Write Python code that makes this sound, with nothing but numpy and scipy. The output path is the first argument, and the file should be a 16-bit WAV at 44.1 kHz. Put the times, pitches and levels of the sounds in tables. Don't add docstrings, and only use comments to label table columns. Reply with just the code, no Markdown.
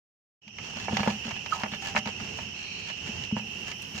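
import sys
import numpy as np
from scipy import signal
from scipy.fft import rfft, irfft
from scipy.io import wavfile
from scipy.ndimage import uniform_filter1d

SR = 44100
rng = np.random.default_rng(int(sys.argv[2]) if len(sys.argv) > 2 else 0)


def store_pcm(level_fs):
    pcm = np.round(np.clip(level_fs, -1, 1) * 32767).astype(np.int16)
    wavfile.write(sys.argv[1], SR, np.atleast_2d(pcm).T)


N = 176400
T = np.arange(N) / SR
TAIL = T[:SR // 2]


def undb(db):
    return 10 ** (np.asarray(db) / 20)


def unit(x):
    return x / np.sqrt(np.mean(np.sum(x ** 2, axis=-1)))


def level(x, db, seconds):
    return unit(x) * undb(db) * np.sqrt(seconds * SR)


def pan(x, right_db):
    return x * undb(np.array([[-right_db], [right_db]]) / 2)


def fall(t60):
    return np.exp(-np.log(1000) * TAIL / t60)


def through(x, response):
    return signal.fftconvolve(np.atleast_2d(x), np.atleast_2d(response), axes=-1)[:, :x.shape[-1]]


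def add(out, start, x):
    i = int(start * SR)
    out[:, i:i + x.shape[-1]] += x[..., :N - i]


def colour(points, size=4096):
    hz, db = np.array(points).T
    gain = undb(np.interp(np.log(np.fft.rfftfreq(size, 1 / SR) + 1), np.log(hz), db))
    cepstrum = irfft(np.log(gain))
    cepstrum[1:size // 2] *= 2
    cepstrum[size // 2 + 1:] = 0
    return unit(irfft(np.exp(rfft(cepstrum))))


def drift(rate_hz):
    hold = int(SR / rate_hz)
    return uniform_filter1d(np.repeat(rng.standard_normal(N // hold + 1), hold), hold)[:N]


def scatter(t60):
    return unit(rng.standard_normal((2, len(TAIL))) * fall(t60))


def crickets(count=9, glide=1.1, wander=.8):
    # carrier f/Hz, spread f/Hz, mean pulse rate/Hz, level/dB, right minus left/dB
    groups = [(2780, 135, 45, -43, 9.5), (3107, 74, 60, -49.5, 6), (5600, 260, 50, -52, -1)]
    out = 0
    for hz, spread, rate, db, right_db in groups:
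        chorus = 0
        for detune in np.linspace(-1, 1, count):
            pulse_hz = rate * (rng.uniform(.7, 1.3) + 0.0514 * drift(5))
            stroke = (np.cumsum(pulse_hz) / SR) % 1
            pitch = hz + spread * (detune + glide * (.5 - stroke) + wander * drift(60))
            pulses = np.exp(-detune ** 2 / 2) * np.sin(np.pi * stroke) ** 2
            chorus = chorus + pulses * np.sin(2 * np.pi * np.cumsum(pitch) / SR)
        sides = np.array([chorus, np.roll(chorus, SR // 2)])
        arrivals = 1. * (TAIL == 0) + undb(-9) * scatter(t60=.12)
        heard = level(through(sides, arrivals), db, N / SR)
        out = out + pan(heard, right_db) * undb(1.5 * drift(3.99))
    return out


def air(coherent_below_hz=840):
    # f/Hz, relative level/dB
    spectrum = [(25, -23), (50, -7), (90, 5.5), (150, 1.5), (205, 3), (300, -8), (420, -4.5), (560, -14),
                (820, -10), (1200, -17), (2100, -13), (2700, -10), (3700, -20), (5000, -17.5), (5700, -14),
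                (6800, -19), (8500, -36.5), (11000, -44), (16000, -42)]
    mid, side = rng.standard_normal((2, N))
    side = signal.sosfilt(signal.butter(1, coherent_below_hz, "high", fs=SR, output="sos"), side)
    heard = through(np.array([mid + side, mid - side]), colour(spectrum))
    return pan(level(heard, db=-45, seconds=N / SR), right_db=4) * undb(3.86 * drift(7))


def top_hiss(band_hz=(8000, 15000)):
    # t/s, level/dB
    envelope = [(0.5, -97), (1.05, -65), (1.4, -75), (1.55, -68), (1.9, -69), (2.3, -80), (2.42, -69),
                (2.6, -90), (3.25, -81), (3.4, -69.5), (4.0, -64)]
    times, db = np.array(envelope).T
    band = signal.butter(2, band_hz, "band", fs=SR, output="sos")
    noise = signal.sosfilt(band, rng.standard_normal((2, N)))
    return level(noise, 0, N / SR) * undb(np.interp(T, times, db))


def base_thumps(low_cut_hz=55):
    # f/Hz, relative level/dB, T60/s
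    modes = [(116, -8.5, 0.27), (148.5, -6, 0.14), (176, -6.5, 0.26), (206.7, 7.5, 0.21),
             (218.9, -0.5, 0.36), (427, 2, 0.097)]
    # t/s, level/dB, push duration/ms
    landings = [(0.469, -39, 4.5), (0.758, -41.5, 4.8), (0.83, -43, 2.6), (0.908, -34.5, 3.2),
                (0.915, -54, 4.4), (0.929, -26, 5.5), (0.989, -35.5, 3.8), (1.003, -28, 5.7),
                (1.074, -22, 3.2), (1.255, -36, 2.8), (1.276, -35.5, 4), (1.635, -33.5, 1.9),
                (1.724, -38, 2.9), (1.951, -34.5, 4.1), (1.983, -34.5, 5.2), (2.063, -33.5, 2.9),
                (2.21, -40, 2.6), (2.364, -51, 2.3), (3.090, -36, 2.6), (3.223, -46, 4.6),
                (3.3244, -24, 3.6), (3.366, -30, 4.8), (3.946, -38, 6.1)]
    out = np.zeros((2, N))
    base = sum(undb(db) * fall(t60) * np.cos(2 * np.pi * hz * TAIL) for hz, db, t60 in modes)
    base = signal.sosfilt(signal.butter(1, low_cut_hz, "high", fs=SR, output="sos"), base)
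    for start, db, push_ms in landings:
        push = np.sin(np.pi * np.minimum(TAIL * 1000 / push_ms, 1)) ** 2
        add(out, start, level(through(-base, push), db, seconds=.02))
    return out


def wall_ring(strike_spread_db=5.5, detune=0.0087, hz_per_radian=1500):
    # f/Hz, relative level/dB, T60/s
    modes = [(557, 2, 0.04), (616.4, -2.5, 0.13), (784, -1.5, 0.21), (858, -3, 0.076), (921, 5.5, 0.095),
             (1296, -3, 0.14), (1718, 2, 0.072), (2033, -2.5, .11), (2280, 1.5, 0.064), (2783, 14, 0.097),
             (4380, 15.5, 0.079), (6692, -10, .08)]
    apart = np.array([[-.5], [.5]]) / hz_per_radian
    ring = 0
    for (hz, db, t60), (spot, load) in zip(modes, rng.standard_normal((len(modes), 2))):
        phase = 2 * np.pi * hz * (1 + detune * load) * TAIL + apart * hz
        ring = ring + undb(db + strike_spread_db * spot) * fall(t60) * np.cos(phase)
    return unit(ring)


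def wall_slaps():
    # t/s, knock level/dB, contact time/ms, smack level/dB
    strikes = [(0.479, -45.5, 0.45, -37.5), (0.585, -35.5, 0.1, -41), (0.770, -40.5, 1, -46),
               (0.883, -27.5, 0.78, -56), (0.924, -32, 1.4, -55), (0.969, -26.5, 0.44, -28),
               (0.995, -29.5, .6, -38), (1.004, -35, 0.49, -37), (1.032, -28.5, 0.59, -38.5),
               (1.063, -32, 0.89, -52), (1.075, -23, 1.05, -40), (1.082, -33, 0.79, -54),
               (1.102, -34.5, 0.8, -38), (1.280, -40, .6, -60), (1.309, -35, 0.37, -44),
               (1.461, -39, 0.38, -38.5), (1.615, -41, 0.29, -50), (1.635, -27, 0.54, -35.5),
               (1.660, -35, 0.56, -52), (1.736, -35, 0.14, -46), (1.950, -31.5, 0.45, -55),
               (1.9565, -37, 0.34, -54), (1.9637, -19, 0.15, -38), (1.972, -35, 0.17, -39),
               (1.988, -56, 0.31, -45), (2.057, -36.5, .45, -39), (2.073, -32.5, 0.36, -38),
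               (2.088, -38.5, 1.1, -58), (2.201, -40, 0.48, -44), (2.245, -50, 0.3, -49),
               (2.388, -37.5, 0.62, -46), (2.901, -41, 0.38, -42), (3.238, -53, .25, -40.5),
               (3.312, -45, 0.44, -56), (3.366, -32, .8, -57), (3.394, -44, 0.66, -57),
               (3.716, -39.5, 0.093, -40)]
    # f/Hz, relative level/dB
    knock_spectrum = [(150, -29.5), (330, -4), (520, 1), (950, 2), (1500, -2), (2300, 2), (3000, -13),
                      (3700, -38), (6500, -37), (8500, -69), (16000, -54)]
    # f/Hz, relative level/dB
    smack_spectrum = [(800, -30), (2000, 8.5), (2900, 15.5), (3600, 5.5), (5500, 4.5), (6800, 0.5),
                      (8300, -28), (10000, -28.5), (16000, -21)]
    out = np.zeros((2, N))
    plastic, skin = colour(knock_spectrum), colour(smack_spectrum)
    click = 1. * (TAIL == 0)
    for start, knock_db, contact_ms, smack_db in strikes:
        age = TAIL * 1000 * np.pi / contact_ms
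        force_slope = np.diff(age ** 2 * np.exp(-1.3 * age), append=0)
        bucket = click + undb(-1.5) * wall_ring() + undb(6.5) * scatter(t60=0.067)
        knock = through(through(bucket, plastic), force_slope)
        smack = through(0.37 * click + scatter(t60=0.04), skin)
        add(out, start, pan(level(knock, knock_db, seconds=.01), right_db=5))
        add(out, start, pan(level(smack, smack_db, seconds=.01), right_db=5.5))
    return out


def foot_scuffs(grains_per_s=600, grain_spread_db=3.5, grain_t60=0.026):
    # t/s, duration/s, rub level/dB, hiss level/dB
    slides = [(0.62, 0.13, -47, -49.5), (0.75, 0.12, -42.5, -44.5), (0.89, 0.28, -40.5, -45),
              (1.23, 0.095, -42.5, -45.5), (1.35, 0.022, -42, -51), (1.49, 0.16, -43, -42.5),
              (1.71, 0.067, -41.5, -48), (1.81, .11, -39, -39.5), (1.95, .05, -39, -36),
              (2.05, 0.084, -45.5, -46), (2.37, 0.068, -49, -47.5), (2.54, 0.13, -47, -48),
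              (2.60, 0.47, -59.5, -51.5), (2.86, 0.051, -44, -48), (3.05, 0.048, -45, -45.5),
              (3.22, 0.045, -61, -47.5), (3.35, 0.07, -47.5, -48), (3.66, 0.064, -42.5, -42.5),
              (3.79, 0.078, -49, -51), (3.94, 0.056, -42.5, -40.5)]
    # f/Hz, relative level/dB
    rub_spectrum = [(200, -1.5), (480, -8.5), (700, 2), (860, -1), (1100, -1.5), (1800, 5.5), (2500, 1.5),
                    (3500, 9), (8000, -59.5)]
    # f/Hz, relative level/dB
    hiss_spectrum = [(1200, -8.5), (2400, 5), (3600, 3.5), (4300, -1), (4800, -1), (5700, -2.5),
                     (6800, -1.5), (8200, -16.5), (10000, -26.5), (16000, -26)]
    out = np.zeros((2, N))
    rub, hiss = colour(rub_spectrum), colour(hiss_spectrum)
    for start, length, rub_db, hiss_db in slides:
        progress = TAIL / length
        press = np.clip(np.minimum(progress / 0.13, (1 - progress) / 0.21), 0, 1)
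        chance, size = rng.random((2, len(TAIL)))
        grains = press * (chance < grains_per_s / SR) * undb(-grain_spread_db * np.log(size + 0.0078))
        power = np.abs(through(grains ** 2, fall(grain_t60) ** 2))
        friction = np.sqrt(power) * rng.standard_normal((2, len(TAIL)))
        rubbed = through(friction + undb(-6) * through(friction[0], wall_ring()), rub)
        add(out, start, pan(level(rubbed, rub_db, length), right_db=4.5))
        add(out, start, pan(level(through(friction, hiss), hiss_db, length), right_db=1.5))
    return out


def grit_ticks():
    # t/s, level/dB
    impacts = [(1.496, -59), (1.846, -59), (2.373, -58), (3.821, -47.5)]
    # f/Hz, relative level/dB
    spectrum = [(3000, -20), (6000, 3), (9000, -1), (12000, -5), (16000, -21)]
    out = np.zeros((2, N))
    for start, db in impacts:
        add(out, start, level(through(scatter(t60=0.026), colour(spectrum)), db, seconds=.01))
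    return out


def frog_peep(start=1.520, rise_s=.0065, sag_s=0.03):
    start_hz, end_hz, ring_hz, trail_hz = 1316, 1090, 1277, 920
    out = np.zeros((2, N))
    age = TAIL / rise_s
    jitter, flutter = drift(650)[:len(TAIL)], drift(380)[:len(TAIL)]
    hz = (end_hz + (start_hz - end_hz) * np.exp(-TAIL / sag_s)) * (1 + 0.049 * jitter)
    voice = (age * np.exp(1 - age)) ** 3 * np.sin(2 * np.pi * np.cumsum(hz) / SR)
    onset = np.minimum(age / 2, 1) ** 2
    ring = onset * fall(t60=0.099) * np.sin(2 * np.pi * ring_hz * TAIL)
    trail = onset * flutter * np.exp(-(TAIL / 0.13) ** 4) * np.sin(2 * np.pi * trail_hz * TAIL)
    peep = voice + undb(-0.5) * ring + undb(-20.5) * trail
    add(out, start, pan(undb(-20) * peep, right_db=10))
    return out


def dry_rasp(start=2.54, length=.44, relative_rise_per_s=0.054):
    # centre f/Hz, width/Hz, relative level/dB
    resonances = [(2350, 320, -1.5), (2580, 280, 0), (4220, 760, -3.5), (4370, 200, -8)]
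    out = np.zeros((2, N))
    age = T - start
    swell = np.sin(np.pi * np.clip(age / length, 0, 1)).clip(0) ** .5
    for hz, width, db in resonances:
        phase = 2 * np.pi * np.cumsum(hz * (1 + relative_rise_per_s * (age - length / 2))) / SR
        for channel in out:
            channel += undb(db) * (drift(width) * np.sin(phase) + drift(width) * np.cos(phase))
    return pan(level(out * swell, db=-45.5, seconds=length), right_db=4)


def scene():
    bucket = base_thumps() + wall_slaps() + foot_scuffs() + dry_rasp() + grit_ticks() + frog_peep()
    return bucket + crickets() + air() + top_hiss()


def record(dry, cutoff_hz=15850):
    # t/s, gain/dB
    fade = [(0.405, -91), (0.42, -19.5), (0.47, -10), (0.55, -5.5), (0.62, -1), (0.75, 0.5)]
    times, db = np.array(fade).T
    opened = dry * undb(np.interp(T, times, db)) * (T > times[0])
    return signal.sosfilt(signal.ellip(10, .2, 80, cutoff_hz, fs=SR, output="sos"), opened)


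dry = scene()
out = record(dry)
store_pcm(out)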